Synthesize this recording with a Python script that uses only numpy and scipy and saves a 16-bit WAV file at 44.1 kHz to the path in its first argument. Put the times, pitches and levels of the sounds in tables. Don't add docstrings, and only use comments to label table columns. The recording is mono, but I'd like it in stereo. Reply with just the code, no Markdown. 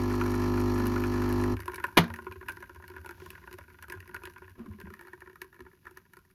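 import sys
import numpy as np
from scipy import signal
from scipy.fft import rfft, irfft, next_fast_len
from scipy.io import wavfile
from scipy.ndimage import map_coordinates

SR = 44100
rng = np.random.default_rng(int(sys.argv[2]) if len(sys.argv) > 2 else 0)


def output_pcm(signal):
    pcm = np.clip(np.atleast_2d(signal).T, -1, 1) * 32767
    wavfile.write(sys.argv[1], SR, np.round(pcm).astype(np.int16))


N = 279579
TIME_S = np.arange(N) / SR


def amp(db):
    return 10 ** (np.asarray(db) / 20)


def unit(x):
    return x / np.sqrt(np.mean(x ** 2) + 1e-20)


def noise():
    return rng.standard_normal(N)


def along(points, hz):
    f, v = np.transpose(points)
    return np.interp(np.log(hz + 1), np.log(f + 1), v)


def curves(rows):
    s, *columns = np.transpose(rows)
    return [np.interp(TIME_S, s, column) for column in columns]


def wobble(rate_hz):
    steps = np.arange(0, N + 64, 64)
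    knots = rng.standard_normal(int(N * rate_hz / SR) + 4)
    return np.interp(np.arange(N), steps, map_coordinates(knots, [steps * rate_hz / SR]))


def filtered(x, response):
    n = x.shape[-1]
    m = next_fast_len(n + min(n // 2, SR // 10), True)
    return irfft(rfft(x, m) * response(np.fft.rfftfreq(m, 1 / SR)), m)[..., :n]


def coloured(x, spectrum):
    return unit(filtered(x, lambda hz: amp(along(spectrum, hz))))


def resonate(x, modes):
    def response(hz):
        total = 0
        for k, (centre_hz, width_hz, db) in enumerate(modes):
            damping = 1j * hz * width_hz
            total = total + (-1) ** k * amp(db) * damping / (centre_hz ** 2 - hz ** 2 + damping)
        return total
    return unit(filtered(x, response))


def add(track, s, sound):
    part = track[max(round(s * SR), 0):][:len(sound)]
    part += sound[:len(part)]


def grains(rate_hz, spread_db):
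    size = np.minimum(rng.standard_normal(N), 2.3)
    return (rng.random(N) < rate_hz / SR) * rng.choice([-1, 1], N) * amp(spread_db * size)


def swell(s, attack_s, hold_s, release_s, db):
    t = TIME_S - s
    return amp(db - 20 * (np.maximum(-t, 0) / attack_s + np.maximum(t - hold_s, 0) / release_s))


# frequency in Hz, relative level in dB.
AIR_SPECTRUM = [(25, 0.5), (60, 13), (125, 12), (175, 13), (230, 7), (360, -4.5), (550, -24.5),
                (1000, -37.5), (1700, -24.5), (3000, -18.5)]


def kitchen_air():
    return amp(-67.5) * coloured(noise(), AIR_SPECTRUM)


MAINS_HZ, FIRST_STROKE_S, PUMP_OFF_S = 50, .019, 1.538
PERIOD_S = 1 / MAINS_HZ
TURNS = (TIME_S - FIRST_STROKE_S) * MAINS_HZ
CYCLE = TURNS[:SR // MAINS_HZ]
SINCE_S = CYCLE % 1 * PERIOD_S

# multiple of the stroke rate, relative level in dB.
HUM_PARTIALS = [(1, -3), (2, 1.5), (3, -14), (4, -14), (5, 2), (6, -6.5), (7, 1), (8, -6.5), (9, -21),
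                (11, -17.5), (13, -21.5), (14, -24.5), (15, -18.5), (16, -19.5), (17, -18), (18, -13.5),
                (19, -22.5), (20, -12), (21, -16), (22, -17), (24, -16.5), (25, -17.5), (26, -20),
                (27, -18)]
# frequency in Hz, phase scatter factor in radians.
PHASE_SMEAR = [(400, 4.44), (550, 1.34), (1400, 1)]
STRIKE_S, REBOUND_S, REBOUND_GAIN = 0.001033, .0047, 0.99


def hum():
    shape = 0
    for k, db in HUM_PARTIALS:
        hz = k * MAINS_HZ
        two_blows = 1 + REBOUND_GAIN * np.exp(-2j * np.pi * hz * REBOUND_S)
        lead = np.angle(two_blows) - 2 * np.pi * hz * STRIKE_S
        smear = along(PHASE_SMEAR, hz) * rng.uniform(-1.1, 1)
        shape = shape + amp(db) * np.cos(2 * np.pi * k * CYCLE + lead + smear)
    return np.resize(unit(shape), N) * amp(0.57 * wobble(3))


# multiple of the stroke rate, relative level in dB.
HALF_ORDERS = [(3.5, -3), (4.5, 3), (5.5, 0)]


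def half_orders():
    return sum(amp(db + 4.5 * wobble(8.5)) * np.sin(2 * np.pi * k * TURNS) for k, db in HALF_ORDERS)


# frequency in Hz, relative level in dB.
CHURN_SPECTRUM = [(40, -29), (80, 0), (130, -16), (170, -12), (220, -16), (380, -10), (480, -14.5),
                  (900, -57)]


def churn():
    return coloured(noise(), CHURN_SPECTRUM)


def blows():
    spring_back = 0.14 * np.exp(-((SINCE_S - .004) % PERIOD_S) / 0.0075)
    return np.exp(-SINCE_S / 0.0056) + spring_back + 0.36


# frequency in Hz, relative level in dB.
BUZZ_SPECTRUM = [(1200, -31), (1600, 7.5), (1850, 1.5), (2100, -6), (2400, -2), (3200, -10), (4400, -8),
                 (6000, -9.5), (8300, -21), (12000, -16), (16000, -26)]


def panel_buzz():
    stroke = rng.standard_normal(len(CYCLE)) * blows()
    return coloured(np.resize(stroke, N), BUZZ_SPECTRUM) * amp(1.6 * wobble(40.06))


# frequency in Hz, relative level in dB.
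RATTLE_SPECTRUM = [(450, -11), (600, -5), (800, -10), (1040, 3.5), (1170, -2), (1300, 1), (1800, 2),
                   (2100, -16), (2500, -10), (3200, -22), (4400, -24.5), (7000, -19), (12000, -28),
                   (15500, -41)]
# time in seconds, rattle rise in dB, half length in seconds.
GURGLES = [(0.238, 0, 0.014), (0.606, 2.5, 0.043), (0.8, 2.5, 0.0105), (0.985, 1, 0.018), (1.29, 0, 0.016)]


def case_rattle():
    gurgle_db = sum(db * np.exp(-((TIME_S - s) / half_s) ** 2) for s, db, half_s in GURGLES)
    strokes = noise() * np.resize(blows(), N) * amp(2.5 * wobble(50))
    return coloured(strokes, RATTLE_SPECTRUM) * amp(gurgle_db)


# frequency in Hz, relative level in dB.
SQUIRT_SPECTRUM = [(2000, 7), (3600, 6), (4400, 16), (5100, -7), (5800, 18), (6100, 2), (7000, 7),
                   (8300, -12.5), (10000, -4), (13500, 9), (16000, -11)]
# frequency in Hz, relative level in dB.
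SIZZLE_SPECTRUM = [(2000, -35), (6000, 5), (10000, 4), (14000, -11), (16000, -20)]


def flow_hiss():
    pulse = np.exp(-(((SINCE_S + 0.0018) % PERIOD_S - .002) / 0.0018) ** 2)
    squirt = coloured(np.resize(0.32 + pulse, N) * noise(), SQUIRT_SPECTRUM)
    return squirt + 0.5 * coloured(grains(rate_hz=330, spread_db=15), SIZZLE_SPECTRUM)


# time in seconds, rattle in dB, flow hiss in dB.
PUMP_LEVELS = [(0.0, -40.5, -49.5), (1.032, -40.5, -48), (1.34, -40.5, -53), (1.398, -39.5, -49),
               (1.5, -41.5, -52)]
# frequency in Hz, level in dB, t60 in seconds.
MOUNTS = [(69.8, -35.5, 0.5), (96.4, -32, .4)]


def pump():
    rattle_db, hiss_db = curves(PUMP_LEVELS)
    low = amp(-28.5) * hum() + amp(-47.5) * churn() + amp(-51.0) * half_orders()
    high = amp(rattle_db - 5.5) * case_rattle() + amp(rattle_db - 10.5) * panel_buzz()
    high = high + amp(hiss_db - 6.0) * flow_hiss()
    stopped_s = np.maximum(TIME_S - PUMP_OFF_S, 0)
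    swing = sum(amp(db - 60 * stopped_s / t60_s) * np.sin(2 * np.pi * hz * stopped_s)
                for hz, db, t60_s in MOUNTS)
    return swing + low * amp(-60 * stopped_s / 0.091) + high * amp(-60 * stopped_s / 0.049)


# time in seconds, pitch in Hz, level in dB,
# then, relative to it and before trims, case ring in dB, hollow ring in dB, spit in dB.
BIG_BUBBLES = [(0.111, 1460.0, -33, -20, -5, -17), (0.2126, 1280, -24.5, -3, -8, -27.5),
               (0.238, 1380.0, -35.5, -8, -8, -10), (0.263, 1330.0, -34, -12.0, -14, -9),
               (0.317, 2260.0, -45, -9, -10.0, -1), (0.343, 1380.0, -36, -10, -12, -10),
               (0.575, 1360.0, -31, -11.0, -13, -29), (0.604, 2410, -41, -3, -8, -3),
               (0.786, 1830.0, -40, -9, -13, -5.0), (0.8, 1430.0, -34.5, 1.5, -13, -19),
               (0.856, 1540.0, -36, 0.0, -10.0, -7), (0.869, 2400.0, -47.0, 4, -10.0, 11.0),
               (0.9614, 1430, -27.0, -7, -5, -27.0), (0.9816, 1550.0, -38, -2.5, -8, -18.0),
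               (1.004, 1450.0, -36.5, -4.5, -13, -8), (1.0382, 1400.0, -29, -7, -12, -22),
               (1.047, 1490.0, -33.0, -5.0, -8, -20.5), (1.1705, 1410.0, -34.5, -7, -14, -17),
               (1.2199, 1390.0, -30.5, -2, -10.0, -14.5), (1.291, 1550.0, -37, -11, -10.0, -5.5),
               (1.31, 1600.0, -35, -0.5, -12, -21), (1.3265, 1420.0, -39.5, -10.5, -12, 1.5),
               (1.382, 1590.0, -44, 2, -7, -7.0), (1.4384, 1580.0, -31, -9.5, -6, -11.5),
               (1.568, 1690.0, -37, -7.5, -5, -12), (1.592, 1380.0, -43, 2.5, 1, -12.5),
               (1.6037, 1780.0, -37, -8.5, -9, -5.5), (1.6202, 1840.0, -44, -18.0, -5, -9),
               (1.6333, 1680, -44.5, -5.5, -3, -19), (1.658, 1740, -45.5, -0.5, 0, -1),
               (1.68, 1550, -29.5, 5.0, -4.5, -13.5), (1.697, 1360.0, -38, 1.0, -1, -24),
               (1.7188, 1390.0, -44, 1, -3, -4.5), (1.7349, 1530.0, -33, -2, -5, -27),
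               (1.7441, 2390, -41, -8, -10, 1), (1.7587, 1610.0, -40.5, -3.5, -1, 1),
               (1.7808, 1430, -31.5, -5.5, -8, -35), (1.7999, 1850, -34.5, -2.5, -9.0, -19.0),
               (1.8276, 1650.0, -39, -13.5, -16, -28), (1.8405, 1570, -19.5, -2.5, -15.5, -19.5),
               (1.8673, 2290, -47, -8, -10, -3), (1.8813, 1510.0, -44.5, 7.5, -2, -16),
               (1.9253, 1580.0, -51, 4, 0, -20), (2.039, 1670.0, -33, -3, -10.0, -18),
               (2.0805, 1710, -40.5, -7.5, -12, -13), (2.1023, 1420.0, -35.5, 1.5, -11, -20.5),
               (2.1393, 1550, -33.5, -9.5, -11, -11.5), (2.161, 1450.0, -39.5, -13, -13, -9),
               (2.1879, 1600.0, -33.5, -2, -10, -25), (2.223, 1410.0, -53, 5.5, 5, -15),
               (2.2455, 1490, -49, -4.5, 0, -11), (2.2671, 1406, -36, 4.5, 3.5, -30),
               (2.3135, 1550, -37.5, -1.5, -5.5, -21), (2.3235, 2310, -43.5, -5, -4, -10),
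               (2.358, 1560.0, -45, -1, 3, -24), (2.4116, 1560.0, -39.5, -4, -6, -22),
               (2.4274, 1420.0, -39, -6.5, -9, -30), (2.485, 1540, -23.5, -9.0, -23, -17.5),
               (2.4946, 1600, -28.5, -11, -16, -15), (2.5212, 1950.0, -50.5, 1, -0.5, 2.5),
               (2.5702, 1560.0, -40, -1, -5.5, -17), (2.6045, 1640, -47.5, -5.5, -2, -8),
               (2.6258, 1530.0, -32, -7.5, -23, -20), (2.6595, 2040, -53, -16.5, -8.5, -14),
               (2.695, 1670, -40.5, -3, -5.5, -18), (2.7475, 1430.0, -53.5, -1.5, -4, -2),
               (2.7599, 1570.0, -43, -0.5, -3.5, -17.5), (2.824, 1590.0, -45, -5.5, -12, -16.5),
               (2.8393, 1600.0, -40.0, -7.0, -14, -24), (2.8797, 1530, -44, -13.5, -18, -4.5),
               (2.9007, 1480.0, -43.5, -1, 1.0, -10.5), (2.9378, 1530.0, -44.5, -4, -4, -27.5),
               (2.9646, 1370, -32.5, -8, -15.5, -23), (3.0146, 1690.0, -53, -4.0, -7, -7),
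               (3.0465, 1540.0, -39, -3, -9, -17), (3.0608, 1600.0, -37, -3, -8.5, -9.5),
               (3.0915, 1440, -34.5, -8, -8, -15.5), (3.1092, 1600, -37, -6, -8, -11.5),
               (3.1456, 1530.0, -49.5, -6.5, -21, -21), (3.179, 1470.0, -53, 1, -4, -23),
               (3.2006, 1390, -46, -6, -10.5, -10), (3.261, 1470.0, -43, 2, -1.0, -7),
               (3.304, 2220, -42, -8.5, -8, -0.5), (3.353, 1420.0, -36.5, -17.0, -32, -25),
               (3.379, 1500.0, -44, -5.0, -17.0, -22), (3.4162, 1500.0, -51.5, -12.5, -5, -20),
               (3.475, 1440.0, -35, -5.5, -12, -24.5), (3.512, 1480.0, -43, -8, -3.5, -12),
               (3.5284, 1550, -42, -4.5, -6.5, -3), (3.5395, 1570.0, -47.5, -1.0, 5, -5),
               (3.5862, 1540, -40, -1, -10, -11.5), (3.6109, 1480.0, -44.5, -9, -9, -27),
               (3.6386, 1660.0, -49.5, -16.0, -14, -15), (3.6805, 1520.0, -44.5, -8.5, -16, -22.5),
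               (3.702, 1700, -47.5, -9, -15, -16), (3.7433, 1440.0, -47.5, -8.5, -11, -28),
               (3.7878, 1440, -44, -9.0, -18, -20), (3.8255, 1500.0, -37, -10.0, -20.0, -8),
               (3.84, 1520.0, -40.5, -10, -13.5, -20.0), (3.8832, 1360.0, -44, -6.5, -6, -9),
               (3.8997, 2200.0, -37.5, -2.5, -3, -7.0), (3.9224, 1850, -28.5, -11, -18, -14),
               (3.9387, 1530.0, -37.5, -4.5, -2.5, -25), (3.9517, 1590.0, -44, -10.5, -2, -16),
               (4.0039, 1690, -43.5, -14.5, -12, -8), (4.0258, 1550.0, -46.5, -12, -22.0, -23.0),
               (4.0766, 1880, -45.5, -18.5, -4, -9), (4.0931, 1510.0, -43, -4.5, -5.0, -17),
               (4.113, 1490.0, -47, -7, -17.0, -25), (4.1451, 1530, -27.0, -12, -18, -15.5),
               (4.1643, 1420.0, -37.5, -5, -9.5, -13), (4.2187, 1410.0, -47, 0.0, -1, -25.0),
               (4.236, 1490, -38.5, -4.5, -2.0, -11.5), (4.2545, 1640, -34, -12.5, -24, -9),
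               (4.2733, 1400.0, -41.5, -1.0, -1, -20), (4.2986, 1510.0, -45, -7, -16, -10),
               (4.337, 1520.0, -54, -10.5, -9.0, -4), (4.362, 1374, -37.5, -6.5, -22, -31.5),
               (4.3822, 1400.0, -50, -3, -17.0, -7), (4.42, 1540.0, -43.0, -1, -1, -24),
               (4.444, 1540.0, -48, -5.0, -13, -24), (4.4791, 1530.0, -45, -6, -11, -22.5),
               (4.496, 1510.0, -50, -6.5, -7, -9), (4.506, 1510, -53.5, -9.5, -8, -13.5),
               (4.5937, 1630.0, -50, -0.5, 6, -14.5), (4.6606, 1400.0, -47.5, 0.5, -2, -15.0),
               (4.7124, 1530.0, -52, 0, 2.5, -15), (4.786, 1520.0, -51.5, -2.5, 3, -20),
               (4.8016, 1380.0, -41, -6, -8, -9), (4.8136, 1600.0, -40.5, -10, -1.5, -16),
               (4.855, 1540.0, -46, -5.5, -1, -30), (4.8702, 1560.0, -41.5, -3.5, -5, -34),
               (4.9039, 1360.0, -46.0, -6, 3, -12), (4.9388, 1410.0, -40, -10, -18, -14),
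               (4.9933, 1590.0, -43.5, -9.5, -6, -14), (5.0108, 1560.0, -42, -4.5, -10, -10.5),
               (5.0245, 1650, -48, -8.5, -6, -20), (5.0506, 1570.0, -47.5, -6, -4, -20.5),
               (5.0714, 1450, -46, -5, -5, -11), (5.0824, 1440.0, -42.0, -6.0, -13, -18),
               (5.1332, 1600, -36.5, -4.5, -5.5, -21.5), (5.2058, 1557, -51.5, -11.5, -19, -4),
               (5.2198, 1380.0, -39.5, -5.5, -6.5, -25), (5.261, 1600.0, -50.5, -3, -7.5, -19),
               (5.2742, 1560.0, -45, -4.5, -3, -24.5), (5.2985, 1370.0, -47.5, -6.5, 0.5, -18),
               (5.331, 1570, -54.5, -12.5, 2, -10.0), (5.3576, 1410.0, -44.5, -8, -17, -14),
               (5.4173, 1490, -33.5, -9.0, -9, -6.5), (5.4438, 1450.0, -54, 2.5, 5.5, -5),
               (5.5286, 1390, -48, -12, -18.5, -17.5), (5.544, 1530, -51.0, -5.5, -7.5, -10.5),
               (5.564, 1460, -50.5, -10.0, -10, -16.0), (5.5925, 1360.0, -50.5, -6, 2.5, -14),
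               (5.6056, 1380, -44, -4, 2, -11.5), (5.6519, 1550.0, -57.5, -1.5, 6, -16.5),
               (5.6646, 1370.0, -46, -2, -1.5, -26), (5.7147, 1400, -57.5, -5.5, -5, -15),
               (5.7332, 1400.0, -54.5, -9.0, 1.5, -14.5), (5.854, 1670, -46.5, -8.5, -11.5, -14),
               (5.868, 1450.0, -36, -11, -14.5, -22), (5.88, 1457, -52.5, -8, 2, -23),
               (5.8923, 1460, -58.5, -2, -1.0, -16), (5.9105, 1440, -57, 1.0, 7, -1),
               (5.9726, 1520, -40.0, -7.5, -10, -8.5), (6.0537, 1560, -56, -7.5, -13.5, -16.5),
               (6.135, 1484, -46, -9, -11.5, -8.5), (6.169, 1514, -48.0, -4.0, -1.5, -7.0),
               (6.1897, 1384, -55.5, -5, -2.5, -7.5), (6.2507, 1604, -62, -6, -4.5, -8),
               (6.3014, 1378, -60.5, -12, -15, -10), (6.312, 1440, -67, -13.5, -10.5, 2.0)]
# time in seconds, froth level in dB before SMALL_DB.
FLOW_LEVELS = [(1.6, -46), (1.98, -47), (2.66, -62), (2.92, -46.5), (4.6, -60), (4.98, -58.5), (5.89, -72),
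               (6.3, -81.5)]
SMALL_PER_S, SMALL_JITTER = 22, 0.45
SMALL_WAIT_S, SMALL_HZ = 0.019, 1600
SMALL_DB, SMALL_SPREAD_DB = 4, -0.5
SMALL_CASE_DB, SMALL_SPIT_DB = -2.5, -20


def bubbles():
    chance = rng.standard_normal((200, 6))
    s = PUMP_OFF_S + (np.arange(len(chance)) + 1 + SMALL_JITTER * chance[:, 0]) / SMALL_PER_S
    db = np.interp(s, *np.transpose(FLOW_LEVELS)) + SMALL_DB + SMALL_SPREAD_DB * chance[:, 1]
    apart_s = abs(s[:, None] - np.array(BIG_BUBBLES)[:, 0]).min(axis=1)
    db = db - 20 * np.maximum(1 - apart_s / SMALL_WAIT_S, 0)
    pitch_hz = SMALL_HZ * np.exp(0.14 * chance[:, 4])
    rings_db = SMALL_CASE_DB + 3 * chance[:, 2:4]
    spit_db = SMALL_SPIT_DB + 5 * chance[:, 5]
    small = np.column_stack([s, pitch_hz, db, rings_db, spit_db])
    return np.vstack([BIG_BUBBLES, small[s < N / SR]])


def surge(pops, delay_s, width_s):
    power, lag_s = np.zeros(N), np.arange(-SR // 4, SR // 4) / SR
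    crowd = np.exp(-abs(lag_s - delay_s) / width_s)
    for s, hz, db, case_db, *_ in pops:
        burst_power = amp(db) ** 2 + amp(db + case_db) ** 2
        add(power, s + lag_s[0], (s > PUMP_OFF_S) * burst_power * crowd)
    return 10 * np.log10(power + amp(-77.5) ** 2)


RUMBLE_SWELL_S = 0.019


def slow_surge(pops):
    slow_db = surge(pops, delay_s=0.017, width_s=RUMBLE_SWELL_S)
    return slow_db - slow_db[TIME_S > PUMP_OFF_S].mean()


LIFT_S, LIFT_TAKES_S, LIFT_DB = 4.9, 0.1014, -8
RUMBLE_DB, RUMBLE_DB_PER_SURGE_DB = -59.5, 0.46


def tray_rumble(surge_db):
    lifted = np.clip((TIME_S - LIFT_S) / LIFT_TAKES_S, 0, 1)
    level_db = RUMBLE_DB + RUMBLE_DB_PER_SURGE_DB * surge_db + LIFT_DB * lifted
    spectrum = [(35, -26.5), (60, -3.5), (74, -3), (88, 2.5), (105, -7.5), (130, -17.5), (170, -11.5),
                (215, -14.5), (300, -17.0), (600, -72.5)]
    return amp(level_db) * coloured(noise(), spectrum)


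# frequency in Hz, relative level in dB.
FIZZ_SPECTRUM = [(100, -7), (200, -2.5), (300, -0.5), (600, -3), (2000, -6), (3500, -6.5), (7000, -5),
                 (8400, -14.5), (10000, -1.5), (13500, 2.5), (16000, -8.5)]
# frequency in Hz, relative level in dB.
SPIT_SPECTRUM = [(2400, -2.5), (2900, -4.5), (3250, -14), (4300, -8), (5200, -11), (7000, -11.5),
                 (8300, -11), (10000, -6), (13000, -6.5), (15500, -12.5)]
FIZZ_DB, FIZZ_FADE_DB_PER_S = -69, 1.27


def foam_fizz(surge_db):
    fade_db = FIZZ_FADE_DB_PER_S * np.maximum(TIME_S - PUMP_OFF_S, 0)
    level_db = FIZZ_DB - fade_db + 0.18 * surge_db + .8 * wobble(8.2)
    fizz = coloured(noise(), FIZZ_SPECTRUM) + coloured(grains(rate_hz=260, spread_db=4.5), SPIT_SPECTRUM)
    return amp(level_db) * fizz


# frequency in Hz, width in Hz, relative level in dB.
SPOUT_MODES = [(1207, 95, -5.5), (1420, 67, 3), (1560, 105, 8), (1726, 158, 1.5), (1905, 185, -2.5),
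               (2220, 180, -6.5), (2522, 170, -6.5), (3550, 170, -18)]
# frequency in Hz, width in Hz, relative level in dB.
SPOUT_LIFTED_MODES = [(1233, 230, -3.5), (1420, 110, 0.5), (1690, 180, 5.5), (1920, 186, 0),
                      (2200, 100, -8), (2350, 130, -10), (3475, 163, -25)]
# frequency in Hz, width in Hz, relative level in dB.
CASE_MODES = [(563, 41, -15.5), (935.7, 67.5, -0.5), (1018.4, 64, 1.5)]
# frequency in Hz, width in Hz, relative level in dB.
HOLLOW_MODES = [(365, 34, 0)]
SPOUT_DB, CASE_DB, HOLLOW_DB, SPIT_DB = -16, -16, -15, -14.5
SNAP_GAIN, COLLAPSE_S, SPIT_S = 9.3, .0011, 0.0018
BUBBLE_WIDTH_HZ, SPLASH = 480, 0.41


def varied(modes, pitch):
    return [(hz * pitch, width_hz, db + rng.normal(0, 2.7)) for hz, width_hz, db in modes]


def sputter(pops):
    out, t = np.zeros(N), np.arange(SR // 10) / SR
    age = t - .008
    snap = SNAP_GAIN * (t == t[age >= 0][0])
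    push = np.exp(-abs(age) / np.where(age < 0, 0.0003, COLLAPSE_S))
    push = push + 0.13 * np.exp(-abs(age) / np.where(age < 0, 0.004, 0.008))
    spray = np.exp(-abs(age) / np.where(age < 0, 0.0004, SPIT_S))
    spray = spray + 0.1 * (age > 0) * np.exp(-abs(age) / 0.007)
    splash_spectrum = [(700, -24.5), (1300, -2.5), (2700, 2), (5000, -14.5), (9000, -32.5)]
    for s, bubble_hz, level_db, case_db, hollow_db, spit_db in pops:
        gap_noise, case_noise, spit_noise = rng.standard_normal((3, len(t)))
        kick, pitch = snap + push * gap_noise, np.exp(0.022 * rng.standard_normal())
        plop = resonate(kick, [(bubble_hz, BUBBLE_WIDTH_HZ, 0)]) + SPLASH * coloured(kick, splash_spectrum)
        spout = resonate(plop, varied(SPOUT_LIFTED_MODES if s > LIFT_S else SPOUT_MODES, pitch))
        case = resonate(snap + push * case_noise, varied(CASE_MODES, pitch))
        hollow = resonate(resonate(snap, varied(HOLLOW_MODES, pitch)), [(361.4, 110, 0)])
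        spit = coloured(spit_noise * spray, [(900, -23.5)] + list(SPIT_SPECTRUM))
        burst = amp(SPOUT_DB) * spout + amp(CASE_DB + case_db) * case
        burst = burst + amp(HOLLOW_DB + hollow_db) * hollow + amp(SPIT_DB + spit_db) * spit
        add(out, s + age[0], amp(level_db) * burst)
    return out


def froth(pops):
    surge_db = surge(pops, delay_s=.008, width_s=0.0047)
    drone = resonate(resonate(grains(rate_hz=300, spread_db=5.0), [(378.0, 56, 0)]), [(350.7, 37, 0)])
    tiny = grains(rate_hz=340, spread_db=7.5)
    ticks = resonate(tiny, SPOUT_MODES) + 0.69 * resonate(tiny, CASE_MODES)
    return amp(0.59 * surge_db - 37.5) * drone + amp(0.72 * surge_db - 31.5) * ticks


# time in seconds, clack in dB, thump in dB.
VALVE_CONTACTS = [(1.9712, -11, -44.5), (1.9744, -7.5, -30), (1.977, -6, -39), (1.983, -10.5, -36),
                  (1.9867, -13, -9.5), (2.042, -36, -33.5)]
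# frequency in Hz, relative level in dB.
CLACK_SPECTRUM = [(35, -32), (100, -13.5), (200, -3.5), (330, 4), (520, -10.5), (660, -5), (780, -9),
                  (950, 0), (1150, -8), (1400, -5), (2400, -9), (4200, -15.5), (5500, -23.5), (8000, -24.5),
                  (13000, -22.5), (15500, -33)]
# frequency in Hz, relative level in dB, t60 in seconds.
THUMP_MODES = [(92, -15.5, 0.17), (169.8, -1, 0.12), (230.3, -24.5, 0.63), (340, -12.5, 0.061),
               (447, -17.5, 0.052), (662, -20.5, 0.099), (1386, -25.5, .16), (1740, -30.5, .13),
               (2420, -26, .15)]
# frequency in Hz, relative level in dB.
SPRING_SPECTRUM = [(40, -20), (150, -1), (400, -0.5), (750, -7), (1500, -5.5), (2500, -1), (3000, 0),
                   (4200, 1.5), (5600, -2.5), (7000, -8.5), (9000, -23.5), (15000, -30.5)]
CONTACT_T60_S, WALLS_DB, WALLS_T60_S = 0.016, -16, 0.096
SPRING_DB, SPRING_T60_S = -33.5, 0.2


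def valve():
    out, t = np.zeros(N), np.arange(SR // 2) / SR
    boom = sum(amp(db - 60 * t / t60_s) * np.sin(2 * np.pi * hz * t) for hz, db, t60_s in THUMP_MODES)
    boom = boom * (1 - np.exp(-t / 0.0032))
    contact = amp(-60 * t / CONTACT_T60_S) + amp(WALLS_DB - 60 * t / WALLS_T60_S)
    contact = contact * (1 - np.exp(-t / 0.00017))
    for s, clack_db, thump_db in VALVE_CONTACTS:
        plastic = coloured(rng.standard_normal(len(t)), CLACK_SPECTRUM)
        add(out, s, amp(clack_db) * contact * plastic + amp(thump_db) * boom)
    spring = coloured(rng.standard_normal(len(t)), SPRING_SPECTRUM)
    add(out, VALVE_CONTACTS[1][0], amp(SPRING_DB - 60 * t / SPRING_T60_S) * spring)
    return out


# time in seconds, relative level in dB.
SLUGS = [(2.114, -36.5), (2.304, -43.5), (2.388, -44), (2.461, -56.5), (2.523, -52), (2.599, -52),
         (2.792, -46), (2.868, -50.5), (3.0, -43.5), (3.127, -52), (3.206, -48.5), (3.33, -55), (3.39, -57),
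         (3.455, -55), (3.552, -49), (3.615, -51), (3.976, -43), (4.18, -61), (4.26, -51), (4.462, -52),
         (4.525, -51), (5.637, -53)]
TRAY_HZ, SLUG_RISE_S = 83.2, 0.0221


def slugs():
    out, t = np.zeros(N), np.arange(SR // 4) / SR
    rock = (t / SLUG_RISE_S * np.exp(1 - t / SLUG_RISE_S)) ** 2
    for s, db in SLUGS:
        hz = TRAY_HZ * np.exp(0.088 * rng.standard_normal())
        add(out, s - SLUG_RISE_S, amp(db - 1.0) * rock * np.sin(2 * np.pi * hz * t))
    return out


# frequency in Hz, relative level in dB.
PUFF_SPECTRUM = [(60, -3), (170, 26), (260, 3), (500, 3), (2500, -1.5), (6000, -3), (9000, -7), (15000, -9)]
# attack in seconds, hold in seconds, release in seconds, nominal level in dB.
PUFF_SWELL = (0.1, -0.05, 0.37, -53.5)
PUFF_S = 3.23


def puff():
    return swell(PUFF_S, *PUFF_SWELL) * coloured(noise(), PUFF_SPECTRUM)


# attack in seconds, hold in seconds, release in seconds, level in dB.
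SLIDE_SWELL = (0.03, 0, 0.2, -52)
# frequency in Hz, relative level in dB.
SCRAPE_SPECTRUM = [(60, -7), (200, -6), (350, -1.5), (550, -18.5), (800, -19), (1100, -15.5), (2500, -33),
                   (4000, -39.5), (12000, -58)]
SLIDE_S = 4.59


def mug_scrape():
    on_tray = np.clip(1 - (TIME_S - LIFT_S) / LIFT_TAKES_S, 0, 1)
    scrape = coloured(grains(rate_hz=1800, spread_db=2.5), SCRAPE_SPECTRUM) * amp(2 * wobble(25))
    return on_tray * swell(SLIDE_S, *SLIDE_SWELL) * scrape


# time in seconds, relative level in dB, pitch in Hz.
BUMPS = [(4.6, -34.5, 228), (4.655, -47, 290), (4.679, -36.5, 211), (4.701, -34.5, 89.5), (4.745, -44, 208),
         (4.772, -61, 243), (4.843, -40, 76.4), (4.836, -37, 190), (4.872, -42, 201), (4.883, -44.5, 84),
         (4.92, -45.5, 205), (5.597, -49.5, 252), (5.615, -49, 95)]


def mug_bumps():
    out, t = np.zeros(N), np.arange(SR // 5) / SR
    for s, db, hz in BUMPS:
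        ring = np.sin(2 * np.pi * hz * t) * (1 - np.exp(-t / 0.003))
        add(out, s, amp(db + 1.0 - 60 * t / 0.15) * ring)
    return out


def counter(x, decay_s):
    t = np.arange(SR // 25) / SR
    scatter = rng.standard_normal((2, len(t))) * np.exp(-t / decay_s)
    echo = filtered(scatter, lambda hz: 1 - 1 / (1 + (hz / 600) ** 4))
    return signal.oaconvolve(x[None], echo / np.linalg.norm(echo[0]), axes=1)[:, :N]


# frequency in Hz, t60 in seconds.
KITCHEN_T60 = [(100, 0.37), (300, 0.34), (1500, 0.22), (5000, 0.058), (12000, 0.075)]


def room(x):
    hz, t, z = signal.stft(rng.standard_normal((2, SR // 2)), SR, nperseg=256)
    decay = amp(-60 * t / along(KITCHEN_T60, hz)[:, None])
    tail = signal.istft(z * (hz > 0)[:, None] * decay, SR, nperseg=256)[1]
    delayed = np.pad(x, (SR // 200, 0))
    return signal.fftconvolve(delayed[None], tail / np.linalg.norm(tail[0]), axes=1)[:, :N]


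# frequency in Hz, left lead in radians.
PORT_PHASE = [(60, .1), (130, .4), (270, .55), (500, .5), (1000, .45), (1290, .1), (1470, 1.5), (1540, 3.1),
              (1640, 3.5), (1700, 6.2), (2760, 7.1), (4500, 6.8), (5200, 5.1), (6400, 5.1), (8400, 3.1),
              (11000, .4), (13200, -1.2), (15000, -2.8)]
# frequency in Hz, left minus right in dB.
PORT_TILT = [(100, .3), (200, 1.5), (260, 5.3), (370, 5), (500, 0), (750, 1), (920, 5), (1020, 2.5),
             (1160, 6), (1400, 4), (1500, 0), (1700, 1.5), (2000, 1.5), (2500, 2.5), (5000, 3.5), (7500, 0)]


def ports(x):
    side = np.array([[.5], [-.5]])

    def response(hz):
        return amp(side * along(PORT_TILT, hz)) * np.exp(1j * side * along(PORT_PHASE, hz))
    return filtered(x, response)


def scene():
    pops = bubbles()
    surge_db = slow_surge(pops)
    air, motor, knock = kitchen_air(), pump(), valve()
    drips = tray_rumble(surge_db) + foam_fizz(surge_db) + sputter(pops) + froth(pops)
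    drips = drips + slugs() + puff() + mug_scrape() + mug_bumps()
    direct = ports(motor + knock + air + drips)
    scattered = amp(-5) * counter(motor, decay_s=0.0048) + amp(-8.5) * counter(drips, decay_s=0.0094)
    scattered = scattered + amp(-11.5) * counter(knock, decay_s=0.00098)
    return direct + scattered + room(amp(-22.5) * motor + amp(-16.0) * drips + amp(-15.0) * knock)


TOP_HZ = 16300


def record(dry):
    limited = dry / (1 + abs(dry / .9) ** 6) ** (1 / 6)
    return filtered(limited, lambda hz: 1 / (1 + (hz / TOP_HZ) ** 80))


dry = scene()
out = record(dry)
output_pcm(out)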